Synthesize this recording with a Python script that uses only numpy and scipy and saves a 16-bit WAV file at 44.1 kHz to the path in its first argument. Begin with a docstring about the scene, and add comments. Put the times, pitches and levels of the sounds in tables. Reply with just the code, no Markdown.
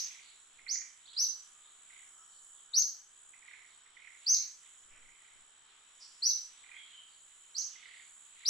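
"""A bamboo shelter in a forest where macaques play. Close by, a small animal repeats a thin rising chirp
that rings among the posts and trees. Cicadas drone at a steady pitch, tymbals beating against a body
resonance, over distant rustle and insect hums. The platform rumbles softly as the monkeys shift their
weight. Farther off, one bird rattles in short bouts and others whistle husky, gliding notes."""
import sys
import numpy as np
from scipy import signal
from scipy.fft import rfft, irfft, next_fast_len
from scipy.io import wavfile
from scipy.ndimage import uniform_filter1d

SR = 44100
rng = np.random.default_rng(int(sys.argv[2]) if len(sys.argv) > 2 else 0)


def waveform_to_disk(signal):
    """Save audio, clipped to [-1, 1], as 16-bit WAV at the path in sys.argv[1]."""
    frames = np.transpose(np.atleast_2d(signal))
    scaled = np.clip(frames, -1, 1) * 32767
    samples = np.round(scaled).astype(np.int16)
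    wavfile.write(sys.argv[1], SR, samples)


N = 374409
TIME = np.arange(N) / SR


def undb(db):
    """Decibels to gain."""
    return 10 ** (np.asarray(db) / 20)


def pan(db):
    """Stereo gains for a left-minus-right level."""
    return undb(np.array([[db], [-db]]) / 2)


def add(out, sound, start_s):
    """Mix in at start_s, cropped to the scene."""
    i = int(start_s * SR)
    a, b = max(i, 0), min(i + sound.shape[-1], N)
    if b > a:
        out[..., a:b] += sound[..., a - i:b - i]


def walk(rate_hz):
    """Random steps at rate_hz, smoothed twice; rms 1."""
    hold = int(SR / rate_hz)
    steps = np.repeat(rng.standard_normal(N // hold + 1), hold)
    return unit(uniform_filter1d(uniform_filter1d(steps, hold), hold)[:N])


def unit(x):
    """Scale to rms 1."""
    return x / np.sqrt(np.mean(x ** 2))


def swell(length_s):
    """Half-sine envelope."""
    return np.sin(np.linspace(0, np.pi, int(length_s * SR)))


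def stereo_noise(size, side_db):
    """Mid/side white noise; rms 1."""
    mid, side = rng.standard_normal((2, size))
    return unit(mid + undb(side_db) * side * np.array([[1], [-1]]))


def colour(x, spectrum):
    """Filter by (f/Hz, gain/dB) rows; rms 1."""
    hz, db = np.transpose(spectrum)
    size = next_fast_len(N)
    bins_hz = np.arange(size // 2 + 1) * SR / size
    gain = undb(np.interp(np.log(bins_hz + 1), np.log(hz), db))
    return unit(irfft(rfft(x, size) * gain, size)[..., :N])


def resonate(x, hz, width_hz):
    """Two identical resonators in series; rms 1."""
    b, a = signal.iirpeak(hz, hz / width_hz, fs=SR)
    return unit(signal.lfilter(b, a, signal.lfilter(b, a, x)))


def trees(x, t60_s, direct_db, side_db, early_db, early_s):
    """Direct path, early echoes off posts and boards, then scatter from trunks and leaves."""
    t = np.arange(SR * 3 // 4) / SR
    tail = unit(np.exp(-np.log(1000) * t / t60_s))
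    early = undb(early_db) * unit(np.exp(-t / early_s))
    response = stereo_noise(len(t), side_db) * np.hypot(tail, early) / np.sqrt(len(t))
    response[:, 0] += undb(direct_db)
    response /= np.sqrt(np.sum(response ** 2) / 2)
    return signal.fftconvolve(x[None], response, axes=1)


# Throat response: f/Hz, gain/dB
THROAT_RESPONSE = [(3300, -5), (4100, -1), (4600, 1), (5150, -2), (5850, 3.5), (6200, 0), (6500, -5),
                   (6900, -6)]


def chirp(length_s, start_hz, top_hz, bend, swell_db,
          fall_s=.016, end_hz=3750, waver=.01291, attack_s=.0091, release_s=.002, tire_db=3):
    """Gain and phase of a whistle: effort lifts pitch and level, then tires; the pitch snaps down."""
    t = np.arange(int(length_s * SR)) / SR
    crest_s = length_s - fall_s
    rise = 1 - np.clip(1 - t / crest_s, 0, 1) ** bend
    fall = np.sin(np.pi / 2 * np.clip((t - crest_s) / fall_s, 0, 1) ** 2) ** 2
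    hz = start_hz + (top_hz - start_hz) * rise - (top_hz - end_hz) * fall
    phase = 2 * np.pi * np.cumsum(hz * (1 + waver * walk(600)[:len(t)])) / SR
    gate = np.clip(t / attack_s, 0, 1) * np.clip((length_s - t) / release_s, 0, 1)
    effort_db = swell_db * (hz - top_hz) / (top_hz - start_hz) - tire_db * (t / length_s - .5)
    throat_db = np.interp(hz, *np.transpose(THROAT_RESPONSE))
    return gate * undb(effort_db + throat_db), phase


# Near chirps: t/s, length/s, start f/Hz, top f/Hz, bend (1 = straight rise), rel. level/dB,
# swell/dB, rel. octave level/dB, L-R/dB
NEAR_CHIRPS = [ (-0.075, .08, 3700, 6544, 1.6, -25, 10.4, -24, -1),
               (0.675, .078, 3750, 6800, 1.3, -24, 17, -33, -5.4),
               (1.162, .090, 3700, 6200, 2.0, -23.3, 6.5, -28, -1),
               (2.731, .098, 3500, 6450, 2.1, -19, 13, -25, 2.3),
               (4.261, .088, 4000, 6300, 2.5, -20.7, 6.5, -31, -1),
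               (4.332, .04, 4730, 6570, 2.2, -23.5, 1.5, -26, -2),
               (6.219, .089, 3750, 6100, 2.1, -23, 4.5, -29, -.6),
               (7.542, .075, 3700, 6650, 1.3, -26.3, 14, -30, -5.5),
               (8.449, .088, 3260, 5952, 4.07, -21, 11.7, -25, 4), ]


def chirping_animal(bright_db=1, rasp_db=-40, t60_s=.4, gain_db=-.85, echo_s=.062, echo_db=-35):
    """Near-pure chirps, thrown back by trees on the right. The animal moves: each has its own echoes."""
    out = np.zeros((2, N))
    rasp = undb(rasp_db) * resonate(rng.standard_normal(N), hz=2300, width_hz=3000)
    for at_s, length_s, start_hz, top_hz, bend, db, swell_db, octave_db, pan_db in NEAR_CHIRPS:
        gain, phase = chirp(length_s, start_hz, top_hz, bend, swell_db)
        octave = undb(octave_db + bright_db) * np.sin(2 * phase)
        call = gain * (np.sin(phase) + np.sqrt(gain) * octave + rasp[:len(gain)])
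        facing_db = db + 19  # loud chirps face the listener: more direct sound
        heard = trees(call, t60_s, direct_db=facing_db, side_db=-4.5, early_db=-2, early_s=.013)
        echo = trees(gain * np.sin(phase), t60_s, direct_db=-20, side_db=-3, early_db=2, early_s=.013)
        add(out, heard * undb(db + gain_db) * pan(pan_db), at_s)
        add(out, echo * undb(echo_db) * pan(-4.5), at_s + echo_s)
    return out


# Cicada chorus spectrum: f/Hz, rel. level/dB
CHORUS_SPECTRUM = [(6200, -46), (6520, -19.5), (6750, 0.5), (7050, -5), (7350, -0.5), (7650, -6.5),
                   (7850, 3.5), (8050, -15), (8300, -13.5), (9000, -11.5), (10000, -15), (10800, -21),
                   (11500, -38), (15000, -36)]


def cicadas(beat_hz=70, drift=.0025, ring_hz=7790, ring_width_hz=110,
            solo_depth=.65, chorus_depth=.16, gain_db=-62.5):
    """One cicada's tymbals beat against its shrill body resonance, over a smoother chorus."""
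    beat = np.sin(2 * np.pi * np.cumsum(beat_hz * (1 + drift * walk(3.3))) / SR)
    solo = resonate(stereo_noise(N, side_db=1), ring_hz, ring_width_hz) * (1 + solo_depth * beat)
    chorus = colour(stereo_noise(N, side_db=-4.5), CHORUS_SPECTRUM) * (1 + chorus_depth * beat)
    solo_db = -6 + 2 * walk(5.8)
    chorus_db = 2.55 * walk(4.16)
    left, right = undb(solo_db) * solo + undb(chorus_db) * chorus
    return np.array([left, np.roll(right, 1)]) * undb(gain_db) * pan(-1.9)  # left leads by one sample


# Distant rustle spectrum: f/Hz, rel. level/dB
RUSTLE_SPECTRUM = [(30, -2.5), (100, -6), (250, -6.5), (400, -3), (550, -5.5), (800, 0.5), (1250, 7),
                   (1800, 4), (2600, -36), (3300, 2.5), (4200, -10), (5000, -7.5), (6000, -5.5),
                   (8000, -75)]
# Bird haze spectrum: f/Hz, rel. level/dB
HAZE_SPECTRUM = [(1200, -47), (1900, -4.5), (2300, -4), (2750, -4), (3400, -2.5), (4000, -4), (4700, -17),
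                 (6500, -27), (11000, -57)]
# Bird haze envelope: t/s, rel. level/dB
HAZE_ENVELOPE = [(0.0, -65), (0.47, -78), (1.15, -78), (1.4, -79), (1.96, -74.5), (2.17, -83.5),
                 (3.34, -79.5), (3.51, -76), (3.88, -79.5), (4.28, -73), (4.49, -80.5), (6.39, -75),
                 (6.92, -72.5), (7.18, -79.5), (7.63, -76), (7.93, -73.5), (8.14, -83), (8.4, -69.5)]
# Insect hums: f/Hz, width/Hz, level/dB, sway/dB
INSECT_HUMS = [(3082, 160, -76, -2), (5630, 240, -83, -3.5)]


def forest(rustle_db=-70.5, rustle_sway_db=.7, haze_gain_db=8, haze_flicker_db=1.2):
    """Swaying distant rustle, a haze of birds too far to tell apart, and thin insect hums."""
    rustle = colour(stereo_noise(N, side_db=-6), RUSTLE_SPECTRUM)
    rustle *= undb(rustle_db + rustle_sway_db * walk(5))
    haze_db = np.interp(TIME, *np.transpose(HAZE_ENVELOPE)) + haze_gain_db
    haze = colour(stereo_noise(N, side_db=-2.5), HAZE_SPECTRUM)
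    haze *= undb(haze_db + haze_flicker_db * walk(17))
    hums = sum(resonate(stereo_noise(N, side_db=-4), hz, width_hz) * undb(db + sway_db * walk(3.2))
               for hz, width_hz, db, sway_db in INSECT_HUMS)
    return (rustle + haze + hums) * pan(-.8)


# Bamboo floor spectrum: f/Hz, rel. level/dB
PLATFORM_SPECTRUM = [(20, 11.5), (50, -13), (80, -8.5), (150, -13.5), (350, -14), (900, -16), (3000, -63)]
# Weight shifts: t/s, length/s, level/dB
WEIGHT_SHIFTS = [(0.44, 0.44, -71), (1.1, 0.25, -74), (2.05, 0.64, -88), (4.247, 0.27, -71.5),
                 (4.764, 0.44, -65.5), (5.284, 0.22, -73.5)]


def platform(rest_db=-84.5):
    """The bamboo floor rumbles, swelling each time a monkey shifts its weight."""
    load = np.full(N, undb(rest_db))
    for at_s, length_s, db in WEIGHT_SHIFTS:
        add(load, undb(db) * swell(length_s) ** 2, at_s)
    return colour(stereo_noise(N, side_db=-4), PLATFORM_SPECTRUM) * load * pan(2.1)


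def bird_note(length_s, start_hz, end_hz, husk, wobble, at_s):
    """A swelling, fading glide, made husky by fast pitch wobble (husk: fraction of pitch)."""
    envelope = swell(length_s)
    shake = wobble.take(int(at_s * SR) + np.arange(len(envelope)), mode="wrap")
    hz = np.linspace(start_hz, end_hz, len(envelope)) * (1 + husk * shake)
    return envelope * np.sin(2 * np.pi * np.cumsum(hz) / SR)


# Tick rasp spectrum: f/Hz, rel. level/dB
RASP_SPECTRUM = [(500, -70), (1000, -35), (1600, -10), (2100, 0), (2500, -5), (3100, -17), (4500, -40),
                 (8000, -80)]
# Rattle bouts: t/s, length/s, tick rate/Hz, mid-bout rel. level/dB, crescendo/dB
RATTLE_BOUTS = [ (0.067, 0.13, 23.4, -52, 5.5), (0.592, .02, 35, -49, -1), (0.669, 0.03, 44, -52.5, -13),
                (0.756, 0.065, 32.5, -46.5, -6.5), (1.904, 0.15, 32, -54.5, -5), (3.339, .02, 35, -51, 1.5),
                (3.428, .13, 36, -47.5, 6), (3.593, .07, 35, -55.5, -1), (3.864, .02, 35, -54, 4.5),
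                (3.972, 0.11, 38.4, -47, 1.5), (4.08, 0.083, 42, -56.5, 1), (4.637, .04, 35, -59.5, 2),
                (5.026, 0.33, 31, -57.5, -3), (6.642, 0.15, 39.5, -48, 12), (7.760, .04, 28, -54.5, -8),
                (7.832, 0.21, 36, -50, -5), (8.373, 0.074, 31.5, -53.5, 14), ]


def rattling_bird(high_hz=2450, low_hz=1800, tick_s=.014, husk=.05,
                  pitch_scatter=.033, scatter_db=1.8, rasp_db=-10, gain_db=-1.6):
    """Bouts of evenly paced ticks, each a hoarse downward sweep, half blurred by the trees."""
    out, wobble = np.zeros(N), walk(2500)
    rasp = undb(rasp_db) * colour(rng.standard_normal(N), RASP_SPECTRUM)
    for bout_s, length_s, rate_hz, db, crescendo_db in RATTLE_BOUTS:
        draws = rng.standard_normal((32, 2))
        for after_s, (pitch_draw, level_draw) in zip(np.arange(0, length_s, 1 / rate_hz), draws):
            at_s = bout_s + after_s - tick_s / 2
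            pitch = 1 + pitch_scatter * pitch_draw
            tick_db = db + crescendo_db * (after_s / length_s - .5) + scatter_db * level_draw
            tick = bird_note(tick_s, high_hz * pitch, low_hz * pitch, husk, wobble, at_s)
            edge = swell(tick_s) * rasp.take(int(at_s * SR) + np.arange(len(tick)), mode="wrap")
            add(out, undb(tick_db + gain_db) * (tick + edge), at_s)
    heard = trees(out, t60_s=.56, direct_db=-3.5, side_db=-4, early_db=-7, early_s=.008)
    return heard[:, :N] * pan(-7)


# Far whistles: t/s, length/s, start f/Hz, end f/Hz, level/dB, husk (fraction of pitch)
FAR_WHISTLES = [ (0.20, 0.14, 4470, 3790, -58.5, 0.077), (1.052, 0.018, 3310, 4880, -50.5, .02),
                (1.072, 0.023, 2845, 4530, -49, 0.024), (1.092, 0.015, 3440, 4630, -47, .02),
                (1.125, .035, 3340, 4360, -49.5, 0.12), (1.25, 0.73, 1215, 1215, -71.5, 0.029),
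                (1.611, 0.11, 3450, 3940, -63, 0.063), (2.141, 0.14, 1318, 1248, -62.5, 0.076),
                (4.286, .23, 2318, 2127, -60.5, 0.14), (4.875, .14, 2080, 2180, -59, 0.21),
                (5.994, .075, 5430, 4850, -48, 0.081), (6.735, 0.14, 3278, 3270, -50.5, 0.033),
                (6.898, 0.16, 3184, 3048, -52, 0.037), (7.58, 0.57, 3316, 3160, -58.5, 0.2), ]


def far_birds(stray_count=12, stray_hz=(3000, 4000), stray_s=.14, stray_db=-66,
              stray_glide=.1, stray_husk=.1):
    """Single husky whistles and faint random strays, blurred by distance."""
    out, wobble = np.zeros(N), walk(1500)
    strays = []
    for when, height, slope in rng.random((stray_count, 3)):
        start_hz = np.interp(height, (0, 1), stray_hz)
        end_hz = start_hz * (1 + stray_glide * (2 * slope - 1))
        strays.append((when * N / SR, stray_s, start_hz, end_hz, stray_db, stray_husk))
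    for at_s, length_s, start_hz, end_hz, db, husk in FAR_WHISTLES + strays:
        add(out, undb(db) * bird_note(length_s, start_hz, end_hz, husk, wobble, at_s), at_s)
    heard = trees(out, t60_s=.61, direct_db=-3, side_db=-5.5, early_db=-9.5, early_s=.024)
    return heard[:, :N] * pan(-3.1)


def scene():
    """Stereo mix at the shelter."""
    return chirping_animal() + rattling_bird() + far_birds() + cicadas() + forest() + platform()


def record(dry):
    """Steep elliptic low-pass."""
    cutoff_hz = 15650
    return signal.sosfilt(signal.ellip(8, .2, 70, cutoff_hz, fs=SR, output="sos"), dry)


dry = scene()
out = record(dry)
waveform_to_disk(out)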